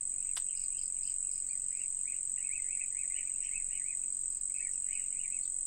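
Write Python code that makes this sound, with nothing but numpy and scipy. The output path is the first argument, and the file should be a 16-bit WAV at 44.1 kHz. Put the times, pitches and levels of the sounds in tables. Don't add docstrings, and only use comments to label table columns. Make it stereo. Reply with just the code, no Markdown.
import sys
import numpy as np
from scipy import signal
from scipy.fft import rfft, irfft
from scipy.io import wavfile
from scipy.ndimage import uniform_filter1d

SR = 44100
rng = np.random.default_rng(int(sys.argv[2]) if len(sys.argv) > 2 else 0)


def to_wav(s):
    ch = np.atleast_2d(s).T
    pcm = np.round(np.clip(ch, -1, 1) * 32767)
    wavfile.write(sys.argv[1], SR, pcm.astype(np.int16))


N = 249606


def from_db(db):
    return 10 ** (np.asarray(db) / 20)


def rms_one(x):
    return x / np.sqrt(np.mean(x ** 2) + 1e-20)


def at_hz(points, hz):
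    point_hz, value = np.transpose(points)
    return np.interp(np.log(hz), np.log(point_hz), value)


def lowpass_noise(cut_hz):
    sos = signal.butter(4, cut_hz, fs=SR, output="sos")
    return rms_one(signal.sosfilt(sos, rng.standard_normal(N)))


def scatter(x, t60):
    age = np.arange(SR // 2) / SR
    onset = np.minimum(age / .003, 1)
    tail = rng.standard_normal((2, len(age))) * from_db(-60 * age / t60) * onset
    tail /= np.sqrt(np.sum(tail ** 2, axis=1, keepdims=True))
    return signal.fftconvolve(x[None], tail, axes=1)[:, :N]


def notes(starts_s, gains, detune, shape, overtone_db):
    ms, hz, db = np.transpose(shape)
    age_ms = np.arange(int(ms[-1] * SR / 1000)) * 1000 / SR
    glide = 2 * np.pi * np.cumsum(np.interp(age_ms, ms, hz)) / SR
    phase = glide * detune[:, None] + 2 * np.pi * rng.random((len(gains), 1))
    fade_in = np.minimum(age_ms, 1)
    envelope = uniform_filter1d(from_db(np.interp(age_ms, ms, db)) * fade_in, size=30)
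    wave = gains[:, None] * envelope * (np.sin(phase) + from_db(overtone_db) * np.sin(2 * phase))
    out = np.zeros(N + SR)
    first = np.round(starts_s * SR).astype(int)
    np.add.at(out, first[:, None] + np.arange(len(age_ms)), wave)
    return out[:N]


# f/Hz, correlation (0-1)
LEFT_RIGHT_LIKENESS = [(25, .58), (125, .34), (250, .19), (500, .1), (16000, .02)]


def coloured_noise(spectrum):
    hz = np.arange(N // 2 + 1) * SR / N + .01
    mid, side = rfft(rng.standard_normal((2, N)) * np.sqrt(SR / 4))
    alike = at_hz(LEFT_RIGHT_LIKENESS, hz)
    inside = (hz > spectrum[0][0] / 2) * (hz < spectrum[-1][0] * 1.06)
    gain = from_db(at_hz(spectrum, hz)) * inside
    common, opposed = np.sqrt(1 + alike) * mid, np.sqrt(1 - alike) * side
    return irfft(gain * (common + opposed * [[1], [-1]]), N)


# f/Hz, level/dB per Hz
AIR_SPECTRUM = [(12, -70), (17, -66.5), (30, -83), (120, -91.5), (300, -94.5), (600, -103), (1500, -106),
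                (2400, -103), (3400, -110), (4200, -108), (5000, -103), (5800, -114)]


def breeze():
    return coloured_noise(AIR_SPECTRUM)


# f/Hz, level/dB per Hz
CHORUS_SPECTRUM = [(5800, -125), (6500, -102), (8600, -82.5), (9500, -101), (10200, -122), (12800, -124),
                   (13600, -112), (15600, -105)]


def far_chorus():
    return coloured_noise(CHORUS_SPECTRUM)


# t/ms, f/Hz, level/dB
WING_STROKE = [(0, 8260, -42), (1.5, 8215, -26), (2.6, 8170, -22), (3.7, 8090, -20.3), (4.6, 7990, -23),
               (5.2, 7800, -31), (7.5, 7500, -30.5), (9.7, 7150, -32), (11, 6800, -37.5), (12.5, 6550, -58)]
# delay/ms, left level/dB, right level/dB
SOUND_PATHS = [(0, -99, 0), (.35, -12, -99), (6.6, -15.5, -18), (8.2, -20, -20), (13.5, -22, -19)]
# t/s, lateness/ms (negative is early)
BEAT_DRAG = [(0, 0), (.62, -2.2), (1.05, -.8), (1.43, -2.1), (2.0, -.4), (2.42, .4), (2.75, -1.7),
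             (3.62, -1.8), (4.21, .7), (4.365, 5.9), (4.41, 4.1), (4.56, 2.8), (4.72, .5), (5.2, .2),
             (5.65, 3.6)]
FIRST_STROKE_S, STROKES_PER_S, MISSED_S = .0073, 45.924, 4.389
STROKE_JITTER_MS, STROKE_SPREAD_DB, STROKE_DETUNE = .22, .3, .002
OVERTONE_DB = -39
LEAVES_DB, LEAVES_T60_S = (-15.5, -6.5), .3


def cricket():
    beat = np.arange(FIRST_STROKE_S, N / SR, 1 / STROKES_PER_S)
    beat = beat + np.interp(beat, *np.transpose(BEAT_DRAG)) / 1000
    jitter, loudness, tuning = rng.standard_normal((3, len(beat)))
    starts = np.maximum(beat + STROKE_JITTER_MS / 1000 * jitter, 0)
    sounding = np.abs(beat - MISSED_S) > .5 / STROKES_PER_S
    gains = from_db(STROKE_SPREAD_DB * loudness) * sounding
    song = notes(starts, gains, 1 + STROKE_DETUNE * tuning, WING_STROKE, OVERTONE_DB)
    out = from_db(LEAVES_DB)[:, None] * scatter(song, LEAVES_T60_S)
    for delay_ms, left_db, right_db in SOUND_PATHS:
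        lag = int(delay_ms * SR / 1000)
        out[:, lag:] += from_db([[left_db], [right_db]]) * song[:N - lag]
    return out


# t/s, level/dB
CHATTER_LEVEL = [(0, -76), (.3, -69), (1.3, -75.5), (2.2, -77.5), (3.5, -68), (4.1, -83.5), (4.4, -83.5),
                 (5.0, -66), (5.66, -78)]
CHATTER_PER_S, CHATTER_TOP_HZ, CHATTER_LENGTH_S = 40, (2300, 3100), (.03, .09)


def chatter():
    when, length, pitch, loud = rng.random((4, int(CHATTER_PER_S * N / SR)))
    top_s = .1 + when * (N / SR - .2)
    length_s = np.interp(length, [0, 1], CHATTER_LENGTH_S)
    top_hz = np.interp(pitch, [0, 1], CHATTER_TOP_HZ)
    db = np.interp(top_s, *np.transpose(CHATTER_LEVEL)) + 6 * (loud - .5)
    return list(zip(top_s, length_s, top_hz, db, np.full(len(top_s), .5)))


# t of the top/s, length/s, f of the top/Hz, level/dB, hoarseness (clipped to 0-1)
WARBLE_NOTES = [(.29, .085, 2710, -63, 0.6), (.50, 0.095, 3090, -59.5, 0.4), (.79, 0.14, 3120, -59.5, 0.42),
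                (1.082, 0.18, 3103, -60.5, 0.54), (1.26, .11, 2900, -67, 0.64),
                (1.515, 0.096, 2463, -58.5, 0.07), (1.768, 0.12, 2538, -58.5, 0.42),
                (1.812, 0.11, 2823, -57.5, 0.65), (2.098, 0.11, 2577, -54.5, 0.42),
                (2.153, 0.1, 2864, -61.5, 0.65), (2.392, .10, 2865, -60.5, 0.65),
                (2.462, 0.15, 2585, -54, 0.54), (2.555, 0.12, 2620, -46.5, 0.09),
                (2.738, 0.16, 2644, -51, 0.42), (2.816, 0.075, 2600, -47.5, 0.23),
                (2.818, 0.033, 2070, -53.5, 0.1), (3.005, 0.15, 2565, -52, 0.53),
                (3.117, .055, 2120, -55.5, 0), (3.18, 0.14, 2996, -50.5, .6),
                (3.19, .10, 2446, -50.5, 0.95), (3.27, 0.084, 2610, -58, 0.7), (3.46, 0.14, 3095, -55, 0.5),
                (3.457, .09, 2533, -54.5, 0.6), (3.565, 0.12, 2620, -47.5, 0.22),
                (3.748, 0.14, 3000, -56.5, .5), (3.765, 0.13, 2520, -56, 0.84),
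                (3.892, 0.15, 2545, -52.5, 0.42), (4.032, .06, 2690, -65.5, 1.1),
                (4.505, 0.042, 2300, -64, 0.3), (4.56, .065, 2620, -55, .5), (4.60, 0.072, 2605, -54, .6),
                (4.642, 0.1, 2334, -51.5, 0.23), (4.68, 0.068, 1960, -62, .4),
                (4.953, .15, 2590, -50.5, 0.52), (4.935, .10, 3000, -56, 0.5),
                (5.01, .09, 2930, -61.5, 0.7), (5.14, .07, 2360, -63, .3), (5.218, 0.14, 2920, -55, 0.44),
                (5.245, .06, 2366, -55.5, 0.2), (5.344, 0.15, 2636, -54.5, 0.17)]
WARBLE_DB, NOTE_EDGE_DB = -1, -10
FALL_S, FALL_SHARE = .057, .55
RISE_S = .07
ARCH_DEPTH, FULL_ARCH_S = .22, .09
FLUTTER_HZ, FLUTTER_DEPTH = 72, .56
HOARSE_HZ, HOARSE_DROP = 220, .05
THROAT_HZ = (1850, 3100)


def warble():
    out = np.zeros(N)
    shake = lowpass_noise(HOARSE_HZ)
    flutter = 1 + FLUTTER_DEPTH * lowpass_noise(FLUTTER_HZ)
    for top, length, top_hz, db, hoarse in WARBLE_NOTES + chatter():
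        end = top + min(FALL_S, FALL_SHARE * length)
        start = end - length
        on = slice(int(start * SR), int(end * SR))
        t = np.arange(on.start, on.stop) / SR
        rise_start = max(start, top - RISE_S)
        height = np.sin(np.interp(t, [rise_start, top, end], [0, np.pi / 2, np.pi])) ** 2
        depth = ARCH_DEPTH * min(length / FULL_ARCH_S, 1) ** 2
        phase = 2 * np.pi * np.cumsum(top_hz * (1 - depth * (1 - height))) / SR
        hoarse = np.clip(hoarse, 0, 1)
        clear = flutter[on] * np.sin(phase)
        rough = shake[on] * np.sin((1 - HOARSE_DROP) * phase)
        voice = np.sqrt(1 - hoarse) * clear + np.sqrt(hoarse) * rough
        fade = np.clip(np.minimum(t - start, end - t) / .008, 0, 1)
        out[on] += from_db(db + WARBLE_DB + NOTE_EDGE_DB * (.5 - height)) * fade * voice
    return signal.sosfilt(signal.butter(4, THROAT_HZ, "band", fs=SR, output="sos"), out)


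# t/s, level/dB, t60/s
BAIL_BLOWS = [(.3666, -36, .02), (.3712, -35, .022), (.375, -41, .05), (.388, -56, .10), (.414, -58, .03)]
# f/Hz, level/dB
CRACK_SPECTRUM = [(300, -25), (700, -0.5), (1300, -1.5), (2500, 2.5), (5000, 2.5), (7000, -11),
                  (10000, 4.5), (12500, -15), (16000, -22)]
REEL_ECHO_DB, REEL_ECHO_T60_S, REEL_ECHO_CUT_HZ = -7, .14, 1800


def reel():
    t = np.arange(N) / SR
    blows = np.zeros(N)
    for start, db, t60 in BAIL_BLOWS:
        blows += from_db(db - 60 * np.maximum(t - start, 0) / t60) * (t >= start)
    hz = np.arange(N // 2 + 1) * SR / N + 1
    parts = irfft(rfft(rng.standard_normal(N)) * from_db(at_hz(CRACK_SPECTRUM, hz)), N)
    crack = blows * rms_one(parts)
    thin = signal.sosfilt(signal.butter(2, REEL_ECHO_CUT_HZ, "high", fs=SR, output="sos"), crack)
    return crack + from_db(REEL_ECHO_DB) * scatter(thin, REEL_ECHO_T60_S)


# t/s, level/dB
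RATTLE_GROUPS = [(0.56, -48.5), (.779, -47.5), (1.026, -48.5), (1.308, -50), (1.546, -63.5), (1.641, -62),
                 (1.756, -56.5), (4.12, -64), (4.31, -61.5), (4.53, -61)]
# t/ms, f/Hz, level/dB
FALLING_VOICE = [(0, 5350, -10.5), (5, 5100, -2.5), (12, 4700, -7.5), (20.6, 4350, -19.5)]
# t/ms, f/Hz, level/dB
RISING_VOICE = [(0, 5000, -59), (10, 4000, -22), (15.85, 5100, -3.5), (23.7, 5300, -17.5)]
RATTLE_DB, RATTLE_SPREAD_DB = 5, 1.5
RATTLE_GAP_S, RATTLE_SWELL_DB = .0355, (0, 0, -3)


def rattle():
    rows = [(start + RATTLE_GAP_S * k, db + swell_db) for start, db in RATTLE_GROUPS
            for k, swell_db in enumerate(RATTLE_SWELL_DB)]
    starts, db = np.transpose(rows)
    loudness, tuning = rng.standard_normal((2, len(starts)))
    gains = from_db(db + RATTLE_DB + RATTLE_SPREAD_DB * loudness)
    detune = 1 + .015 * tuning
    return sum(notes(starts, gains, detune, voice, -83) for voice in (FALLING_VOICE, RISING_VOICE))


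# t/s, length/s, start f/Hz, end f/Hz, level/dB
HIGH_GLIDES = [(1.479, 0.05, 4430, 4950, -60), (3.421, 0.021, 6300, 5200, -52),
               (4.60, 0.069, 4330, 4900, -71), (4.716, .016, 6350, 5100, -51),
               (4.922, 0.043, 5300, 4600, -61.5), (5.426, 0.013, 4160, 5060, -53),
               (5.441, .018, 5180, 3270, -57)]
GLIDE_EDGE_DB, GLIDE_BEND = 1, 1.3


def high_glides():
    out = np.zeros(N)
    for start, length, start_hz, end_hz, db in HIGH_GLIDES:
        part = np.linspace(0, 1, int(length * SR))
        low, high = sorted([start_hz, end_hz])
        climb = part if end_hz > start_hz else 1 - part
        hz = low + (high - low) * climb ** GLIDE_BEND
        fade = np.clip(np.minimum(part, 1 - part) * length / .003, 0, 1)
        level = np.sqrt(2) * fade * from_db(db + GLIDE_EDGE_DB * np.abs(2 * part - 1))
        out[int(start * SR):][:len(part)] += level * np.sin(2 * np.pi * np.cumsum(hz) / SR)
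    return out


TREES_DB, TREES_T60_S, RATTLE_DIRECT_DB, LEFT_LAG_MS = -6.5, .2, 4, .085


def birds():
    calls, rattling = warble() + high_glides(), rattle()
    direct = calls + from_db(RATTLE_DIRECT_DB) * rattling
    late = np.interp(np.arange(N) - LEFT_LAG_MS * SR / 1000, np.arange(N), direct)
    return np.array([late, direct]) + from_db(TREES_DB) * scatter(calls + rattling, TREES_T60_S)


def scene():
    return breeze() + far_chorus() + cricket() + birds() + reel()


CUTOFF_HZ = 15780


def record(dry):
    return signal.sosfilt(signal.ellip(12, .5, 70, CUTOFF_HZ, fs=SR, output="sos"), dry)


dry = scene()
out = record(dry)
to_wav(out)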